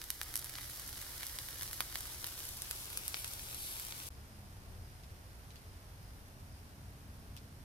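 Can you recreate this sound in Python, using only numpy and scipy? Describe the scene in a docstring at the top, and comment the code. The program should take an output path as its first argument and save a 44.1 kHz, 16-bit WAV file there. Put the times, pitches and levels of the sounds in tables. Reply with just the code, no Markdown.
"""Vegetables on an outdoor griddle

Close to the steel, the microphone pans across mixed vegetables, onion and garlic. Thousands of tiny
steam bubbles burst each second, drops of water pop in the oil, and distant traffic rumbles behind.
Then, from well back: rumble, a far engine, a thin hiss, a faint trill and a few ticks."""
import sys
import numpy as np
from scipy import signal
from scipy.fft import rfft, irfft, next_fast_len
from scipy.io import wavfile
from scipy.ndimage import map_coordinates

SR = 44100
rng = np.random.default_rng(int(sys.argv[2]) if len(sys.argv) > 2 else 0)


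def to_wav(s):
    """Save 16-bit WAV."""
    ch = np.atleast_2d(s).T  # columns
    pcm = np.round(np.clip(ch, -1, 1) * 32767)  # PCM
    wavfile.write(sys.argv[1], SR, pcm.astype(np.int16))


N = 336924
TIME = np.arange(N) / SR
AWAY_S = 4.0892  # from here on the microphone stands well back


def amp(db):
    """Decibels to gain."""
    return 10 ** (np.asarray(db) / 20)


def unit(x):
    """Scale to rms 1."""
    return x / np.sqrt(np.mean(x ** 2) + 1e-20)


def along(rows, hz, column=1):
    """One column of a table, read on a log-frequency axis."""
    table = np.transpose(rows)
    return np.interp(np.log(hz + 1), np.log(table[0] + 1), table[column])


def curves(rows):
    """One value per sample for each column after the time."""
    times, *columns = np.transpose(rows)
    return [np.interp(TIME, times, column) for column in columns]


def wobble(rate):
    """A smooth random curve, rate knots a second."""
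    return map_coordinates(rng.standard_normal(int(N * rate / SR) + 4), [TIME * rate])


def swells(rows):
    """Gain of bell-shaped swells."""
    return sum(amp(db) * np.exp(-((TIME - peak_s) / half_s) ** 2) for peak_s, half_s, db in rows)


def filtered(x, response):
    """x times a complex response of frequency."""
    size = 2 * next_fast_len(N // 2 + SR // 8)
    return irfft(rfft(x, size) * response(np.fft.rfftfreq(size, 1 / SR)), size)[..., :N]


def band(hz, centre_hz, width_hz):
    """Frequency response of one damped resonance."""
    return 1j * hz * width_hz / (centre_hz ** 2 - hz * hz + 1j * hz * width_hz)


def resonance(x, centre_hz, width_hz):
    """x through one damped resonance."""
    return filtered(x, lambda hz: band(hz, centre_hz, width_hz))


def coloured(x, table):
    """A causal, minimum-phase colour for each side of the microphone."""
    def response(hz):
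        cepstrum = irfft(np.log(amp([along(table, hz, column=1), along(table, hz, column=2)])))
        half = cepstrum.shape[1] // 2
        cepstrum[:, 1:half] *= 2
        cepstrum[:, half + 1:] = 0
        return np.exp(rfft(cepstrum))
    return filtered(x, response)


def impulses(times, sizes, lag_ms):
    """Impulses placed between samples, reaching the left side lag_ms after the right."""
    sides = []
    for side in (.5, -.5):
        arrival = (times + side * lag_ms / 1000) * SR
        index = np.floor(arrival)[:, None] + np.arange(-3, 5)
        offset = index - arrival[:, None]
        taps = sizes[:, None] * np.sinc(offset) * np.sinc(offset / 4)
        sides.append(np.bincount(np.clip(index, 0, N).astype(int).ravel(), taps.ravel(), N + 1)[:N])
    return np.array(sides)


def bubbles(per_s, spread_db, lag_ms, width_ms):
    """Steam bubbles of log-normal size burst at random on a patch in direction lag_ms; rms 1."""
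    count = int(per_s * N / SR)
    at = rng.uniform(0, N - 1, count)
    size, place, sign = rng.standard_normal((3, count))
    sizes = np.sign(sign) * amp(spread_db * np.minimum(size, 2.6))
    return unit(impulses(at / SR, sizes, lag_ms[at.astype(int)] + width_ms * place))


# Bearing of the onions as the microphone pans. Each row: time in seconds, lag of the left side in ms.
ONION_BEARING = [(0, -0.0051), (2.4, -0.064), (3.1, -0.22), (4.1, -0.25)]
ONION_LAG_MS, = curves(ONION_BEARING)
# Onion, vegetables, garlic. Each row: extra lag in ms, half width in ms, relative level in dB.
FOOD_PILES = [(0.00042, 0.047, 1), (-0.185, 0.052, -2.5), (0.33, 0.058, -11)]


def piles(per_s, spread_db):
    """Bubbles burst under all three piles of food; rms 1."""
    return unit(sum(amp(db) * bubbles(per_s, spread_db, ONION_LAG_MS + extra_ms, width_ms)
                    for extra_ms, width_ms, db in FOOD_PILES))


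def sizzle():
    """Fine fizz and sparser crackle of escaping steam, over a lower sputter of thick juice."""
    farness = np.interp(TIME, [0, 1.13], [1, 0])  # the microphone closes in
    flare_db = 0.62 * wobble(7.59) + 0.7 * wobble(45)
    fizz_db = -45 - 4.5 * farness + flare_db
    juice_db = -43.5 - 3 * farness
    fizz = amp(fizz_db) * piles(per_s=9000, spread_db=4)
    crackle = amp(fizz_db - 4) * piles(per_s=220, spread_db=4.5)
    juice = amp(juice_db + 0.91 * wobble(11)) * piles(per_s=2400, spread_db=1.5)
    return resonance(fizz + crackle, 9550, 15200) + resonance(juice, 1330, 2430)


def spray(t60, size):
    """Spectrum of the short rush of spray after a burst, new every time."""
    t = np.arange(size) / SR
    fade = amp(-60 * t / t60) * (1 - np.exp(-t / 0.00056))
    return rfft(fade / np.linalg.norm(fade) * rng.standard_normal((2, size)))


# Brief ring of a burst cavity. 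Each row: multiple of the body pitch, width in Hz, relative level in dB.
CAVITY_MODES = [(0.55, 450, -15.5), (1, 380, -13.5), (2.15, 800, -14.5)]


def pops(drops, lag_ms, spray_db, spray_t60):
    """Water bursts in oil: a bright snap and a rounded body, lower for big drops, trailed by spray."""
    size, lead = 2048, 64
    hz = np.fft.rfftfreq(size, 1 / SR)
    out = np.zeros((2, N + size))
    rounded = band(hz, 2200, 13000) * np.exp(-(hz / 9500) ** 2)
    bright = amp(-1.5) * band(hz, 9800, 11200) + amp(-8) * band(hz, 11200, 1700)
    for s, body_db, snap_db, pitch_hz in drops:
        start = max(int(s * SR) - lead, 0)
        arrival_s = s - start / SR + np.array([[.5], [-.5]]) * lag_ms[start] / 1000
        spike = band(hz, pitch_hz, 2.1 * pitch_hz) * (1 + amp(spray_db) * spray(spray_t60, size))
        ring = sum(amp(db) * band(hz, ratio * pitch_hz, width) for ratio, width, db in CAVITY_MODES)
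        body = amp(body_db + 3) * rounded * (spike + ring)
        snap = amp(snap_db) * bright * (1 + amp(-6) * spray(t60=0.0072, size=size))
        out[:, start:start + size] += irfft(np.exp(-2j * np.pi * hz * arrival_s) * (body + snap))
    return out[:, :N]


def small_drops(per_s=24, per_flurry=3, flurry_s=0.08, spread_db=2.5):
    """Rows for pops(): small drops burst in random flurries, some dull and some bright."""
    flurries = int(per_s * AWAY_S / per_flurry)
    draws = rng.uniform(size=(flurries, per_flurry, 5))
    starts = AWAY_S * draws[:, :1, 0] + flurry_s * draws[:, :, 1]
    body, snap, pitch = np.sqrt(12) * (draws[:, :, 2:].reshape(-1, 3).T - .5)  # variance 1
    body_db, snap_db = -24.5 + spread_db * body, -23.5 + spread_db * snap
    return np.column_stack([starts.ravel(), body_db, snap_db, 2380 * np.exp(0.35 * pitch)])


# Scatter off the griddle's steel walls. Each row: frequency in Hz, seconds to fall by 60 dB.
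WALL_DECAY = [(500, 0.088), (3000, 0.078), (12000, 0.063)]


def wall_scatter(x, delay_s, decay=WALL_DECAY):
    """A diffuse tail; the bursts come from ever new spots, so each short block gets its own."""
    block, tail_length = SR // 40, SR // 10
    blocks = np.pad(x, ((0, 0), (0, -N % block))).reshape(2, -1, block)
    noise = rng.standard_normal((2, blocks.shape[1], tail_length))
    hz, t, spectra = signal.stft(noise, SR, nperseg=64)
    tails = signal.istft(spectra * amp(-60 * t / along(decay, hz)[:, None]), SR, nperseg=64)[1]
    tails /= np.linalg.norm(tails, axis=2, keepdims=True)
    wet = signal.fftconvolve(blocks, tails, axes=2)
    index = block * np.arange(wet.shape[1])[:, None] + np.arange(wet.shape[2]) + int(delay_s * SR)
    return np.array([np.bincount(index.ravel(), side.ravel())[:N] for side in wet])


# The loudest drops, close up. Each row: start in seconds, body and snap in relative dB, pitch in Hz.
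LOUD_DROPS = [(0.0165, -14, -20, 2790), (0.0405, -21, -16.5, 3000), (0.1037, -11, -3.5, 3380),
              (0.2146, -5, -11, 1820), (0.2267, -34, -21, 2500), (0.2322, -37, -13, 3000),
              (0.3405, -18, -12.5, 2400), (0.3565, -13.5, -2.5, 2400), (0.366, -26, -7, 3000),
              (0.3755, -26, -10, 3000), (0.3926, -31, -12.5, 2500), (0.4447, -42, -12.5, 2500),
              (0.4962, -27, -18, 2500), (0.5542, -14, -24, 3300), (0.5857, -11.5, -26, 1100),
              (0.631, -21, -24, 2300), (0.7607, -26, -20, 2500), (0.7972, -24, -15.5, 2000),
              (0.9787, -27, -18, 2500), (1.0255, -19, -18, 1300), (1.2083, -17.5, -19, 1900),
              (1.2319, -10, -22, 1610), (1.2674, -27, -10.5, 3030), (1.3877, -10.5, -13, 3560),
              (1.4866, -15.5, -17, 1700), (1.5948, -27, -17.5, 2500), (1.6111, -16, -15, 2800),
              (1.6222, -18, -9.5, 2000), (1.6313, -19, -10, 2500), (1.712, -19, -17.5, 2500),
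              (1.7311, -14.5, -11, 2000), (1.8057, -0.5, -2.5, 1600), (1.9564, -5.5, -10, 1950),
              (1.9722, -28, -15, 2000), (2.007, -27, -12, 2800), (2.0558, -30, -21, 2500),
              (2.1235, -32, -24, 2000), (2.2433, -10, -11, 3300), (2.2671, -23, -12, 2500),
              (2.2722, -18, -14, 1800), (2.399, -28, -20, 2500), (2.453, -32, -15, 2500),
              (2.4894, -35, -15, 2480), (2.6204, -20, -8.5, 3000), (2.707, -27, -21, 2500),
              (2.7113, -11, -6, 2700), (2.9028, -28, -18, 2000), (2.9737, -14, -5, 2200),
              (2.9768, -23, -14, 2500), (3.0804, -18, -4.5, 2000), (3.1436, -3.5, -30, 2100),
              (3.1693, -16, -21, 2600), (3.1991, -26, -19, 2500), (3.2454, -10.5, -11.5, 2800),
              (3.278, -28, -13.5, 2500), (3.336, -21, -13.5, 3500), (3.3948, -20, -18, 2600),
              (3.5458, -23, -13, 2500), (3.7979, -20, -13, 2000), (3.8503, -25, -15, 2500),
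              (3.8857, -28, -17, 2500), (3.9236, -12.5, -24, 2800), (4.002, -21, -24, 2600)]
# Colour with the microphone on the vegetables, then on the garlic.
# Each row: frequency in Hz, left gain in dB, right gain in dB.
VEGETABLE_COLOUR = [(507, -12.5, -7.5), (860, -8, -8), (1980, -5, -1.3), (2650, -11, -6.5), (2870, 0, -13),
                    (3820, -3, -1.5), (5340, -0.5, -0.5), (7360, -4.5, -6.5), (10100, 0.5, -4),
                    (11400, -3.5, 1.5), (12500, -7, 3), (14100, -5, 0.5), (15000, -11, -8),
                    (15800, -2.5, -11)]
GARLIC_COLOUR = [(500, -5.5, -7), (900, -7, -6), (1480, -7, -3), (1920, -11, -5.5), (2280, -2.5, -4.5),
                 (2620, -0.5, -14.5), (3420, -1, -3), (4450, -2.5, -1), (5840, 0, -2.5), (6800, -3, -7.5),
                 (9300, -1, -4.5), (10300, 0.5, -4), (11350, -4.5, 4), (12100, -1.5, -5.5),
                 (12900, -0.5, -1.5), (14500, -2, -3), (15600, -7, -10)]


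def near_griddle():
    """Frying and popping close up, scattered by the steel; the colour turns with the microphone."""
    frying = sizzle() + steam_spurts() + wet_sputters()
    drops = np.vstack([LOUD_DROPS, small_drops()])
    popping = pops(drops, ONION_LAG_MS, spray_db=-5, spray_t60=0.0042)
    walls = wall_scatter(amp(-7.5) * frying + amp(-10) * popping, delay_s=.0013)
    heard = frying + popping + walls
    turned = np.interp(TIME, [1.3, 3.2], [0, 1])
    return (1 - turned) * coloured(heard, VEGETABLE_COLOUR) + turned * coloured(heard, GARLIC_COLOUR)


# Traffic, beside the griddle and well back. Each row: frequency in Hz, relative density in dB.
NEAR_TRAFFIC_SPECTRUM = [(11, -59), (18, -4.5), (65, 1.5), (97, -3), (124, -9), (146, -11), (228, -17),
                         (255, -18), (291, -13.5), (321, -15), (354, -19.5), (384, -18), (900, -20.5),
                         (1170, -27.5), (1980, -120)]
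AWAY_TRAFFIC_SPECTRUM = [(11, -46), (26, -1.5), (38, -6), (54, -2), (91, -0.5), (172, -12.5), (253, -16.5),
                         (292, -17.5), (320, -20.5), (391, -20.5), (505, -22), (714, -22.5), (990, -28),
                         (1150, -31.5), (1230, -51), (1400, -34), (1820, -74), (3080, -120)]
# Its slow rise and fall at each spot. Each row: time in seconds, level in dB.
NEAR_TRAFFIC_LEVEL = [(0, -56.5), (1.1, -55), (4.09, -55)]
AWAY_TRAFFIC_LEVEL = [(4.1, -53), (4.55, -53), (4.72, -51), (4.92, -54.5), (5.15, -52.5), (5.55, -54),
                      (5.85, -53), (6.3, -53), (7.6, -53.5)]
# Its likeness across the microphone. Each row: frequency in Hz, left-right correlation.
TRAFFIC_COHERENCE = [(25, 0.62), (70, 1), (160, 0.96), (350, 0.81), (700, 0.57), (1400, 0.25)]


def traffic(spectrum, level):
    """Distant traffic and moving air rumble, nearly the same on both sides in the bass."""
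    def mid_side_colour(hz):
        angle = np.arccos(np.clip(along(TRAFFIC_COHERENCE, hz), -1, 1)) / 2
        return amp(along(spectrum, hz)) * [np.cos(angle), np.sin(angle)]
    mid, side = filtered(rng.standard_normal((2, N)), mid_side_colour)
    level_db = curves(level)[0] + 0.62 * wobble(7)
    return amp(level_db) * unit(np.array([mid + side, mid - side]))


# A distant motor heard beside the griddle, and a low drone heard from well back.
# Each row: frequency in Hz, level in dB.
MOTOR_TONES = [(121.5, -65), (358, -78)]
DRONE_TONES = [(56, -64), (91, -63.5), (127, -67)]


def machine(tones, drift, waver_db):
    """Tones of a far machine: its speed drifts and the air makes each tone waver."""
    clock = np.cumsum(1 + drift * wobble(4.03)) / SR
    return sum(amp(db + waver_db * wobble(6)) * np.sqrt(2) * np.sin(2 * np.pi * hz * clock)
               for hz, db in tones)


# Wet sputters, close up. 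Each row: peak time in seconds, half length in seconds, level in dB.
SPUTTER_SWELLS = [(0.595, 0.025, -53), (1.218, 0.027, -51)]


def wet_sputters(pitch_hz=2250):
    """A wet pocket bubbles over for a moment: a quick run of larger bubbles of like pitch."""
    run = bubbles(per_s=500, spread_db=3, lag_ms=ONION_LAG_MS, width_ms=0.03)
    pitched = resonance(resonance(run, pitch_hz, 650), pitch_hz, 900)
    return swells(SPUTTER_SWELLS) * unit(pitched)


# Escaping steam, close up. Each row: peak time in seconds, half length in seconds, level in dB.
STEAM_SWELLS = [(3.188, 0.019, -44.5), (3.67, 0.14, -45)]


def steam_spurts():
    """Trapped juice escapes from one small spot under the onions: a swell of fine, bright bursts."""
    jet = bubbles(per_s=9000, spread_db=3.4, lag_ms=ONION_LAG_MS, width_ms=0.012)
    bright = resonance(jet, 11200, 2000) - 0.55 * resonance(jet, 3700, 1500)
    return swells(STEAM_SWELLS) * unit(bright)


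# The sizzle from well back. Each row: frequency in Hz, left and right gain in relative dB.
FAR_COLOUR = [(308, -17.5, -11), (875, -3.5, -3.5), (1500, -3.5, -2), (2370, -7.5, -6.5), (3500, -8.5, -11),
              (5230, -8, -8), (7650, -15, -14), (9700, -10.5, -8), (11400, -15.5, -12.5),
              (13300, -22, -8.5), (14600, -27, -16.5)]
# Narrow bands in that hiss. Each row: centre in Hz, width in Hz, gain in dB.
FAR_BANDS = [(9800, 300, -13), (11780, 170, -1), (13620, 150, 1)]
# Pops that carry this far. Each row: start in seconds, body and snap in relative dB, pitch in Hz.
FAR_DROPS = [(5.0356, -33, -43, 2900), (5.5056, -31, -38, 3200), (5.5583, -30, -33, 3000),
             (7.3664, -26.5, -26, 2800), (7.3745, -33, -31, 3200)]


def far_griddle(top_hz=15100, fade_db_per_s=0.44):
    """The griddle far off to the right: slowly sinking diffuse hiss, wavering bands, a rare tick."""
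    lag_ms = np.full(N, 0.324)
    direct = bubbles(per_s=5000, spread_db=5.8, lag_ms=lag_ms, width_ms=0.04)
    hiss = unit(direct + 1.46 * rng.standard_normal((2, N)))
    bands = sum(amp(db + 1.6 * wobble(6.4)) * resonance(hiss, hz, width) for hz, width, db in FAR_BANDS)
    ticks = pops(FAR_DROPS, lag_ms, spray_db=0, spray_t60=0.0093)
    tails = wall_scatter(ticks, delay_s=.005, decay=[(1000, .06), (10000, 0.093)])
    hiss_db = -60 - fade_db_per_s * (TIME - AWAY_S)
    frying = amp(hiss_db) * unit(coloured(hiss + bands, FAR_COLOUR))
    popping = resonance(ticks, 5300, 12000) + amp(2.5) * resonance(tails, 4500, 3000)
    return filtered(frying + popping, lambda hz: hz < top_hz)


# A faint trill. Each row: peak time in seconds, half length in seconds, level in dB.
TRILL_SWELLS = [(4.17, 0.06, -74.5), (4.34, 0.04, -74.5), (4.88, 0.12, -76), (5.25, 0.1, -78),
                (5.71, 0.07, -73), (6.06, 0.08, -74), (6.55, 0.06, -71)]


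def trill(pitch_hz=5060, width_hz=330):
    """A narrow, high rasp that comes and goes, like an insect far off in the grass."""
    noise = rng.standard_normal((2, N))
    rasp = resonance(resonance(noise, pitch_hz, width_hz), pitch_hz, width_hz)
    return swells(TRILL_SWELLS) * unit(rasp)


# A vehicle in the distance. Each row: time in seconds, engine note in Hz, level in dB.
VEHICLE_NOTE = [(4.2, 219, -85), (4.31, 211.7, -66), (4.45, 199.3, -63.5), (4.6, 200, -70), (4.9, 200, -74),
                (5.3, 200, -110)]


def vehicle():
    """A far vehicle eases off: its engine note sinks and fades into the rumble."""
    hz, db = curves(VEHICLE_NOTE)
    return amp(db + 1.5 * wobble(13)) * np.sqrt(2) * np.sin(2 * np.pi * np.cumsum(hz) / SR)


# An engine in the distance. Each row: frequency in Hz, level in dB before the swell.
ENGINE_TONES = [(151, -69), (195, -74), (216, -70), (260, -76), (281, -75)]


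def far_engine():
    """The hum of a far engine swells in towards the end."""
    swell = np.interp(TIME, [6.0, 6.5, 7.4], [0, 0.9, 1.2])
    return swell * machine(ENGINE_TONES, drift=0.0033, waver_db=2)


def scene():
    """First beside the griddle, then, after a brief dip in level, well back from it."""
    near = near_griddle() + traffic(NEAR_TRAFFIC_SPECTRUM, NEAR_TRAFFIC_LEVEL)
    near += machine(MOTOR_TONES, drift=0.00837, waver_db=3)
    away = far_engine() + far_griddle() + traffic(AWAY_TRAFFIC_SPECTRUM, AWAY_TRAFFIC_LEVEL)
    away += machine(DRONE_TONES, drift=0.0202, waver_db=2.2) + vehicle() + trill()
    dip = np.where(TIME < 4.1037, amp(-16), 1)
    return np.where(TIME < AWAY_S, near, dip * away)


def record(dry):
    """The microphone keeps nothing above its band limit and rounds off the tallest spikes."""
    top_hz, ceiling = 15900, 0.24
    low_pass = lambda hz: np.clip((top_hz - hz) / 300 + .5, 0, 1)
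    kept = filtered(dry, low_pass)
    rounded = kept / (1 + (kept / ceiling) ** 4) ** (1 / 4)
    return filtered(rounded, low_pass)


dry = scene()
out = record(dry)
to_wav(out)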